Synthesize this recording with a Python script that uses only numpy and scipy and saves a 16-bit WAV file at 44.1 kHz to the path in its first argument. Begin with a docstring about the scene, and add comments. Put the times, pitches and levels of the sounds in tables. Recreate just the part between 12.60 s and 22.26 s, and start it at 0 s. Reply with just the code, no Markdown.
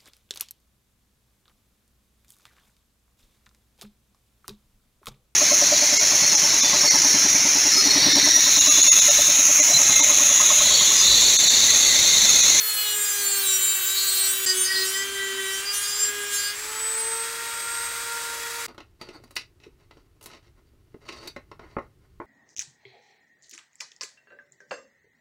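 """A quiet workshop with a wooden bench: a small rotary tool grinds through two steel pins in a wooden handle.
It is lifted, spins free and stops short; then a steel bar pries, scrapes and knocks at the handle.
The tool is built from multiples of its shaft speed plus hissing grit and fan air.
The handling is noisy contact force that sets bench, handle and bar ringing. The sound is the same in both channels."""
import sys
import numpy as np
from scipy import signal
from scipy.fft import rfft, irfft
from scipy.io import wavfile

SR = 44100
rng = np.random.default_rng(int(sys.argv[2]) if len(sys.argv) > 2 else 0)


def master(y):
    """Save y as 16-bit WAV."""
    cut = np.clip(np.atleast_2d(y).T, -1, 1)
    pcm = np.round(cut * 32767)  # scale
    wavfile.write(sys.argv[1], SR, pcm.astype(np.int16))


def volts_from_decibels(level):
    """Turn decibel levels (scalar or array-like) into linear amplitude factors."""
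    exponent = np.asarray(level, float) / 20
    return 10 ** exponent


N = 426006      # length in samples
STOP_S = 6.065  # the tool falls silent and the handling begins

# once-a-turn hum of the shaft, wavering with the grip: start_s [s], level_db [dB]
HUM = [(0, -51), (.15, -56), (.39, -43), (.48, -52.5), (.6, -44), (.9, -44), (1.15, -51.5), (1.78, -46),
       (1.98, -35.5), (2.1, -49), (2.21, -35.5), (2.35, -43.5), (2.8, -36.5), (3.22, -54.5), (3.6, -39.5),
       (3.85, -52.5), (4.5, -39.5), (4.95, -51.5), (6.06, -46)]
# ringing tones of the bench, the wooden handle and the steel bar:
# pitch_hz [Hz], relative level_db [dB], time to fall by 60 dB t60_s [s]
BENCH = [(248, -3, 0.078), (270, -13, 0.1), (335, -4, 0.062), (400, 7, 0.038), (470, -3.5, 0.027)]
WOOD = [(566, -2.5, 0.015), (658, -3.5, 0.033), (873, -3, 0.022), (1061, -1, 0.024), (1353, 2.5, 0.015),
        (1847, -7.5, 0.039), (2093, 0.5, 0.014), (2604, -27, 0.026)]
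STEEL = [(3650, -9, .06), (3950, -8, .05), (4450, -1, .05), (4620, -4, .05), (4786, -1, .09),
         (5950, -12, .06), (6640, -13, .06), (7950, -15, .05), (8950, -11, .07), (10800, -18, .05),
         (14150, -19, .08)]


def rms_one(x):
    """Scale to unit power."""
    return x / np.sqrt(np.mean(x ** 2) + 1e-20)


def in_time(rows, at):
    """Columns of a table at the given samples, joined by straight lines."""
    s, *columns = np.transpose(rows)
    return [np.interp(at / SR, s, c) for c in columns]


def drift(rate_hz, size):
    """Random wandering of spread 1: noise with everything much faster than rate_hz smoothed away."""
    r = np.exp(-128 * np.pi * rate_hz / SR)   # one value every 64 samples
    noise = rng.standard_normal(size // 64 + 502)
    slow = signal.lfilter([1], [1, -2 * r, r * r], noise)[500:]   # skip the filter's start
    return np.interp(np.arange(size) / 64, np.arange(len(slow)), rms_one(slow - slow.mean()))


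def band(x, low_hz, high_hz, order=2):
    """Keep only the sound between two pitches."""
    return signal.sosfilt(signal.butter(order, [low_hz, high_hz], "band", fs=SR, output="sos"), x)


def coloured(spectrum, size):
    """Noise of the given spectrum, unit power."""
    hz, db = np.transpose(spectrum)
    bins = np.maximum(np.fft.rfftfreq(size, 1 / SR), 1)
    gain = volts_from_decibels(np.interp(np.log(bins), np.log(hz), db))
    return rms_one(irfft(rfft(rng.standard_normal(size)) * gain, size))


def resonate(x, hz, width_hz):
    """One resonance, with gain 1 at its peak."""
    r = np.exp(-np.pi * width_hz / SR)
    poles = [1, -2 * r * np.cos(2 * np.pi * hz / SR), r * r]
    return signal.lfilter(np.array([1, 0, -1]) * (1 - r * r) / 2, poles, x)


def swell(start, length, rise, fall, at):
    """Rise, hold and fall of one event, 0-1 (times in s)."""
    t = at / SR - start
    return np.clip(t / rise, 0, 1) * np.clip((length + fall - t) / fall, 0, 1) ** 2


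def motor():
    """Fan air rushes all along; whistle and motor tones stand out once the wheel is free."""
    # fan whistle: start_s [s], level_db [dB]
    whistle = [(3.97, -42), (4.15, -37.5), (4.22, -28), (4.6, -29.5), (4.75, -42), (5.2, -32.5), (5.4, -41),
               (5.65, -42.5), (6.06, -71)]
    # free-running motor and bearings: multiple of shaft speed [ratio], level_db [dB rms]
    motor_tones = [(1.25, -64), (2, -46), (2.999, -42.5), (4.09, -48), (7.19, -50), (8.27, -52.5)]
    # colour of the fan air: pitch_hz [Hz], relative level_db [dB per Hz]
    air_colour = [(90, -45.5), (150, -20), (400, -9), (770, -12), (1000, -3.5), (1450, 2), (2400, 0.5),
                  (3100, -6), (3800, -3.5), (4250, -4.5), (4700, -1), (5500, -4.5), (7500, -1.5),
                  (9300, -4.5), (11000, -8.5), (16000, -12)]
    lift_s, loaded_hz, free_hz, spin_up_s = 3.95, 7480, 8380, .38   # whistle climbs as the load comes off
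    fan_blades = 18
    air_loaded_db, air_free_db = -36, -33
    settle_s = 0.23   # motor tones grow as the shaft settles

    at = np.arange(round(STOP_S * SR))
    since = at / SR - lift_s
    whistle_hz = free_hz - (free_hz - loaded_hz) * np.exp(-np.maximum(since, 0) / spin_up_s)
    whistle_db, = in_time(whistle, at)
    hum_db, = in_time(HUM, at)
    shaft_hz = whistle_hz / fan_blades * (1 + 0.00038 * drift(27, len(at)))
    angle = 2 * np.pi * np.cumsum(shaft_hz) / SR
    tones = volts_from_decibels(whistle_db + 1.3 * drift(16.5, len(at))) * np.sin(fan_blades * angle)
    tones += volts_from_decibels(hum_db) * np.sin(angle)
    settled = np.clip(since / settle_s, 0, 1)
    for multiple, db in motor_tones:
        level = volts_from_decibels(db + 1.8 * drift(3.1, len(at)) + 1.9 * drift(10.6, len(at)))
        tones += settled * level * np.sin(multiple * angle)
    free = np.clip(since / 0.017 + .5, 0, 1)   # 0 under load, 1 once lifted
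    air_db = air_loaded_db + free * (air_free_db - air_loaded_db) + 0.67 * drift(45, len(at))
    out = np.zeros(N)
    out[at] = np.sqrt(2) * free * tones + volts_from_decibels(air_db) * coloured(air_colour, len(at))
    return out


def uneven_rim(angle):
    """The wheel's uneven rim repeats every turn, so multiples of the speed sound, each wavering as it wears."""
    wear_db, wear_hz = 2.5, 2           # spread and pace of the slow swell
    flutter_db, flutter_hz = 4.5, 12    # spread and pace of the quick flutter
    fine = 14   # multiples below this come from the coarse rim shape and change less
    size = len(angle)
    rim = np.zeros(size)
    for k in range(3, 43):
        waver_db = wear_db * drift(wear_hz, size) + flutter_db * drift(flutter_hz, size)
        slip = 6.0 * rng.random() + 0.35 * drift(35, size)
        rim += volts_from_decibels(min(k / fine, 1) * waver_db) * np.sin(k * angle + slip)
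    return rim


def squeals(angle, at, begin_s, end_s):
    """A sharp resonance of wheel or pin picks out nearby multiples and squeals while the grip favours it."""
    # squeals: start_s [s], length_s [s], pitch_hz [Hz], level_db [dB]
    squeal_rows = [(-.03, 0.35, 4280, -32), (.03, 0.82, 818, -52), (.4, 0.2, 4910, -37),
                   (0.155, 0.17, 2760, -34.5), (0.276, 0.23, 7275, -29), (0.474, 0.17, 6100, -35),
                   (0.567, 0.25, 4330, -35), (.82, .13, 3920, -31.5), (0.856, 0.3, 7380, -27.5),
                   (0.985, 0.46, 3990, -37.5), (1.238, 0.34, 7200, -30), (1.27, .5, 3930, -37),
                   (1.34, .33, 4380, -29), (1.547, 0.19, 8410, -28), (1.704, 0.19, 7480, -28),
                   (1.82, 0.099, 4780, -25.5), (1.83, 0.096, 1857, -33), (1.953, 0.093, 8880, -26),
                   (2.053, 0.19, 1930, -30), (2.034, .19, 4790, -30), (2.126, 0.11, 4090, -29),
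                   (2.327, 0.1, 2030, -31.5), (2.305, 0.12, 4960, -38), (2.3, 0.69, 3144, -39),
                   (2.513, 0.39, 3900, -43), (2.531, .19, 1970, -33), (2.6, .2, 6970, -46),
                   (2.756, 0.19, 2000, -34.5), (2.77, 0.31, 7300, -38.5), (3.047, 0.061, 4860, -26),
                   (3.23, .23, 5020, -35.5), (3.337, 0.1, 7380, -34.5), (3.444, 0.48, 1663, -40),
                   (3.732, 0.098, 7340, -35), (3.76, 0.14, 4760, -32)]
    width_hz, rise_s, fall_s = 280, .035, .06
    steady = sum(np.sin(k * angle + k * k) for k in range(2, 26))
    out = np.zeros(len(at))
    for start, length, hz, db in squeal_rows:
        if begin_s <= start + length < end_s:
            shape = swell(start, length, rise_s, fall_s, at)
            on = shape > 0
            tone = resonate(resonate(steady[on], hz, width_hz), hz, width_hz)
            out[on] += volts_from_decibels(db + 2.7 * drift(33, len(at))[on]) * shape[on] * rms_one(tone)
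    return out


def bearing_buzz(angle):
    """A loaded bearing buzzes: two side tones around the eighth multiple of the shaft speed."""
    beat, peak_db = .306, -43   # distance of each side tone in multiples of shaft speed, level
    return sum(volts_from_decibels(peak_db + 0.78 * drift(7.7, len(angle))) * np.sin(side * angle)
               for side in (8 - beat, 8 + beat))


def cutting(turns, rows, resonances, bands, grit_db, wobble):
    """Rim and torn-off grit drive the resonances of wheel, pin and handle; pressure sets the level."""
    begin_s, end_s = rows[0][0], rows[-1][0]
    at = np.arange(round(begin_s * SR), round(end_s * SR))
    speed, = in_time(turns, at)
    cut_db, = in_time(rows, at)
    hum_db, = in_time(HUM, at)
    low_db, top_db = (db + share * (cut_db - cut_db.mean()) for db, share in bands)
    angle = 2 * np.pi * np.cumsum(speed * (1 + wobble * drift(25, len(at)))) / SR
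    # torn-off grit hisses, strongest where the high spot bites
    grit = rng.standard_normal(len(at)) * (1 + .5 * np.sin(angle))
    bite = rms_one(uneven_rim(angle)) + volts_from_decibels(grit_db) * rms_one(grit)
    rung = bite + sum(volts_from_decibels(db) * resonate(bite, hz, width) for hz, width, db in resonances)
    sound = np.zeros(len(at))
    for low, high, db in (1100, 3400, low_db), (3400, 9600, cut_db), (9600, 16500, top_db):
        sound += volts_from_decibels(db - 2.0) * rms_one(band(rung, low, high, order=3))
    sound += np.sqrt(2) * volts_from_decibels(hum_db) * np.sin(angle)
    sound += volts_from_decibels(-59 + 3.7 * drift(3.9, len(at))) * np.sin(2 * angle)
    sound += squeals(angle, at, begin_s, end_s) + bearing_buzz(angle)
    # the handle shudders on the bench
    sound += volts_from_decibels(hum_db - 17.5) * rms_one(band(grit, 250, 279))
    out = np.zeros(N)
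    out[at] = sound
    return out


def two_pins():
    """The pins are cut one after the other, each with its own speed, pressure and resonances."""
    # shaft speed, one table per pin: start_s [s], speed_hz [turns per s]
    speeds = [
        [(0, 432), (.19, 422.4), (.51, 409.5), (.742, 399), (.95, 382.7), (1.104, 385), (1.218, 382),
         (1.42, 390.8), (1.5, 391), (1.73, 385.1), (1.855, 387.2)],
        [(1.86, 374.1), (2.04, 375.2), (2.11, 381.7), (2.26, 380.7), (2.42, 392.6), (2.5, 393.8), (2.75, 387.4),
         (2.89, 386.7), (2.99, 389), (3.14, 406.1), (3.33, 407.4), (3.49, 411.1), (3.84, 405.8), (3.96, 415)],
    ]
    # pressure of the wheel on the steel, one table per pin: start_s [s], relative level_db [dB]
    cuts = [
        [(0, -26), (.15, -29), (.2, -26), (.46, -26.5), (.85, -24.5), (.89, -22.5), (1.08, -25.5),
         (1.22, -26.5), (1.3, -24.5), (1.72, -23.5), (1.79, -29), (1.855, -26.5)],
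        [(1.86, -24), (2, -23.5), (2.15, -26), (2.33, -23.5), (2.45, -32.5), (2.77, -35.5), (2.81, -31),
         (3, -28.5), (3.1, -39.5), (3.14, -24), (3.47, -27.5), (3.52, -31.5), (3.7, -33), (3.74, -21.5),
         (3.91, -30.5), (3.95, -42.5)],
    ]
    # wheel, pin and handle resonances, one table per pin: pitch_hz [Hz], width_hz [Hz], gain_db [dB]
    work = [
        [(1640, 82, 8), (4100, 1800, 6.5), (6100, 400, 7.5), (7580, 1300, 18), (8280, 520, 10.5),
         (10680, 530, 9.5), (12360, 660, 13), (14700, 900, 15)],
        [(1577, 77, 3), (2986, 150, 0.5), (6390, 130, 4), (7393, 62, 12), (9300, 1600, -3), (12800, 1000, 4.5),
         (14560, 790, 8)],
    ]
    # low and top band of each cut: relative level_db at mean pressure [dB],
    # share of the pressure's swing that it follows [ratio]
    low_and_top = [
        [(-32, .1), (-25.5, .4)],
        [(-34, .1), (-37.5, 1.1)],
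    ]
    return sum(cutting(*pin, grit_db=-10, wobble=.0006) for pin in zip(speeds, cuts, work, low_and_top))


def room_hush():
    """The quiet room: steady noise, strongest in the deep bass."""
    # colour of the hush: pitch_hz [Hz], relative level_db [dB per Hz]
    hush_colour = [(12, -24), (20, 4), (55, 2.5), (123, 2), (187, -15.5), (367, -6.5), (542, -23.5),
                   (1090, -26.5), (1220, -25.5), (4670, -32.5), (14700, -36.5), (16000, -37)]
    return volts_from_decibels(-60) * coloured(hush_colour, N)


def bench_rumble():
    """Hands shifting weight on the bench: swaying low noise."""
    # rumble: start_s [s], level_db [dB]
    rumble_rows = [(6.1, -75), (7.9, -73), (8.15, -60.5), (8.4, -75), (9, -59), (9.66, -64)]
    level_db = in_time(rumble_rows, np.arange(N))[0] + 3 * drift(4.0, N)
    return volts_from_decibels(level_db) * rms_one(band(rng.standard_normal(N), 30, 110))


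def ring(modes, excite):
    """The contact force sets every mode of a body ringing."""
    out = np.zeros(N)
    for hz, db, t60 in modes:
        r, w = volts_from_decibels(-60 / (t60 * SR)), 2 * np.pi * hz / SR
        force = excite * rng.standard_normal(N) + 1e-18   # rough contact: every mode is pushed differently
        out += signal.lfilter([0, volts_from_decibels(db) * np.sin(w)], [1, -2 * r * np.cos(w), r * r], force)
    return out


def joint(x):
    """Dry roughness coloured by the joint between bar and handle."""
    # broad resonances of the joint: pitch_hz [Hz], width_hz [Hz], gain_db [dB]
    joint_rows = [(2050, 250, 5), (2620, 170, 7), (2880, 160, 2.5), (3900, 290, 4.5), (5550, 400, 4)]
    return x + sum(volts_from_decibels(db) * resonate(x, hz, width) for hz, width, db in joint_rows)


def scrape(per_s, unevenness_db):
    """Dense small slips ring bench, handle and bar; some roughness is heard directly."""
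    # strokes of rubbing and prying: start_s [s], length_s [s],
    # wood level_db [dB], dry rasp level_db [dB], bar level_db [dB]
    strokes = [(6.066, 0.029, -51, -78, -62), (6.394, 0.082, -58, -66.5, -66), (6.474, .03, -55, -68, -68),
               (6.522, 0.03, -51, -72, -54.5), (6.605, 0.057, -69, -71, -77), (6.748, 0.057, -64, -55, -73),
               (6.999, 0.054, -70, -68.5, -89), (7.177, 0.068, -74, -79.5, -89),
               (7.323, 0.061, -72, -78, -79), (7.636, 0.13, -59, -62, -72), (7.818, 0.047, -71.5, -73, -86),
               (7.94, 0.047, -69, -80, -90), (8.042, 0.035, -86, -82, -82), (8.4, 0.1, -62.5, -71.5, -77),
               (8.452, 0.092, -55.5, -56.5, -61), (8.539, 0.12, -55.5, -61, -59),
               (8.993, 0.058, -54, -73, -80), (9.068, 0.079, -66, -75, -78),
               (9.195, 0.053, -67.5, -81.5, -90), (9.41, 0.037, -74.5, -89.5, -94.5)]
    rise_s, fall_s = 0.033, 0.049
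    fidget_db = -83   # faint rubbing between the strokes
    raw_db = -11      # part of the rubbing heard without the wood's resonances

    start = round(STOP_S * SR)
    after = np.arange(start, N)
    levels = np.zeros((3, N))   # wood, rasp, bar
    levels[:, after] = volts_from_decibels(fidget_db + np.array([[0], [-6], [-12]]))
    for start_s, length_s, *db in strokes:
        levels[:, after] += np.outer(volts_from_decibels(db), swell(start_s, length_s, rise_s, fall_s, after))
    slip_db = unevenness_db * np.minimum(rng.exponential(1, N), 4) + 3.0 * drift(30, N)
    slips = (rng.random(N) < per_s / SR) * volts_from_decibels(slip_db)
    slips[:start] = 0
    grain = slips * rng.standard_normal(N)
    wood = rms_one(ring(WOOD, slips)) + volts_from_decibels(-1.0) * rms_one(ring(BENCH, slips))
    wood += volts_from_decibels(raw_db) * rms_one(band(grain, 300, 3240, order=3))
    rasp = rms_one(joint(band(grain, 1370, 5900)))
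    return levels[0] * rms_one(wood) + levels[1] * rasp + levels[2] * rms_one(ring(STEEL, slips))


def soften(x):
    """Wood yields: its contact force holds little above 1900 Hz."""
    return signal.sosfilt(signal.butter(2, 1900, fs=SR, output="sos"), x)


def knocks():
    """Each contact crumbles for a few ms, ringing bench, handle and bar, with a dry crack on top."""
    # the handle set down or bumped on the bench: start_s [s],
    # relative levels of bench_db [dB], handle_db [dB], crack_db [dB]
    bumps = [(6.179, -43, -33.5, -39.5), (6.203, -41.5, -36, -43), (6.487, -36, -40, -38.5),
             (6.598, -42, -57, -63), (7, -62, -55, -55), (7.035, -55, -50, -46), (7.064, -35.5, -66, -68),
             (7.309, -55, -41.5, -47), (7.369, -46, -48.5, -57), (8.134, -53, -68, -75.5),
             (8.342, -33, -43.5, -62), (8.762, -32, -25, -38), (8.914, -37.5, -31, -46),
             (8.993, -36, -34.5, -49.5), (9.166, -23, -20.5, -68), (9.184, -23.5, -25, -51),
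             (9.6, -28, -28.5, -80), (9.615, -37.5, -32, -82)]
    # the steel bar catches on the handle: start_s [s],
    # relative levels of handle_db [dB], crack_db [dB], bright tick_db [dB], bar_db [dB]
    catches = [(6.081, -38, -43, -53, -57), (6.145, -43.5, -58, -63, -69), (6.412, -31, -37.5, -47, -44),
               (6.637, -40, -57, -54, -59), (6.707, -43, -51, -47, -64), (6.755, -54, -46, -36, -46),
               (6.764, -31, -20.5, -31, -37), (7.61, -45.5, -51, -51, -60), (7.626, -54.5, -67.5, -43, -64),
               (7.638, -50, -63, -43, -63), (7.658, -38, -42, -35, -69), (8.487, -32, -31.5, -60, -50),
               (8.673, -36, -37.5, -36.5, -36)]
    bump_tick_db = -21    # bright tick of a bump, against its crack
    catch_bench_db = -4   # bench under a catch, against the handle
    contact_s = 0.00088   # time for the force to build up

    rows = [(s, bench, handle, crack, crack + bump_tick_db, -np.inf) for s, bench, handle, crack in bumps]
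    rows += [(s, handle + catch_bench_db, handle, crack, tick, bar)
             for s, handle, crack, tick, bar in catches]
    s, bench_db, handle_db, crack_db, tick_db, steel_db = np.transpose(rows)

    def dying(db, t60):
        """Envelope that rises quickly at each knock and dies away."""
        clicks = np.full(N, 1e-18)
        clicks[(s * SR).astype(int)] = volts_from_decibels(db)
        fall = signal.lfilter([1], [1, -volts_from_decibels(-60 / (t60 * SR))], clicks)
        rise = np.exp(-1 / (contact_s * SR))
        return signal.lfilter([1 - rise], [1, -rise], fall)

    bench = ring(BENCH, dying(bench_db - 22, 0.014))
    handle = ring(WOOD, dying(handle_db - 22.5, 0.017))
    bar = ring(STEEL, dying(steel_db - 17.0, 0.027))
    crack = joint(band(dying(crack_db + 0.5, 0.039) * rng.standard_normal(N), 1750, 5150))
    tick = band(dying(tick_db + 0.5, 0.051) * rng.standard_normal(N), 5400, 13000, order=1)
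    return soften(bench + handle) + bar + crack + tick


def shop(x):
    """Short dull reverberation: dying noise as the echo pattern."""
    t60_s = 0.16
    t = np.arange(round(.4 * SR)) / SR
    echoes = band(rng.standard_normal(len(t)), 170, 5000, order=1)
    echoes *= volts_from_decibels(-60 * t / t60_s) * (t > .004)
    return signal.fftconvolve(x, echoes / np.sqrt(np.sum(echoes ** 2)))[:N]


def scene():
    """Tool first, then the handling with its echoes, over the hush of the room."""
    tool = motor() + two_pins()
    handling = bench_rumble() + scrape(per_s=5000, unevenness_db=2.8) + knocks()
    mono = tool + handling + volts_from_decibels(-8.5) * shop(handling) + room_hush()
    return np.array([mono, mono])


def low_pass(x):
    """Removes everything above the highest recorded frequency."""
    return signal.sosfilt(signal.butter(12, 17040, fs=SR, output="sos"), x)


def record(dry):
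    """A steep filter removes the top of the treble, above 15750 Hz."""
    steep = signal.ellip(12, .1, 80, 15750, fs=SR, output="sos")
    mix = signal.sosfilt(steep, dry)
    return low_pass(mix)


dry = scene()
out = record(dry)
master(out)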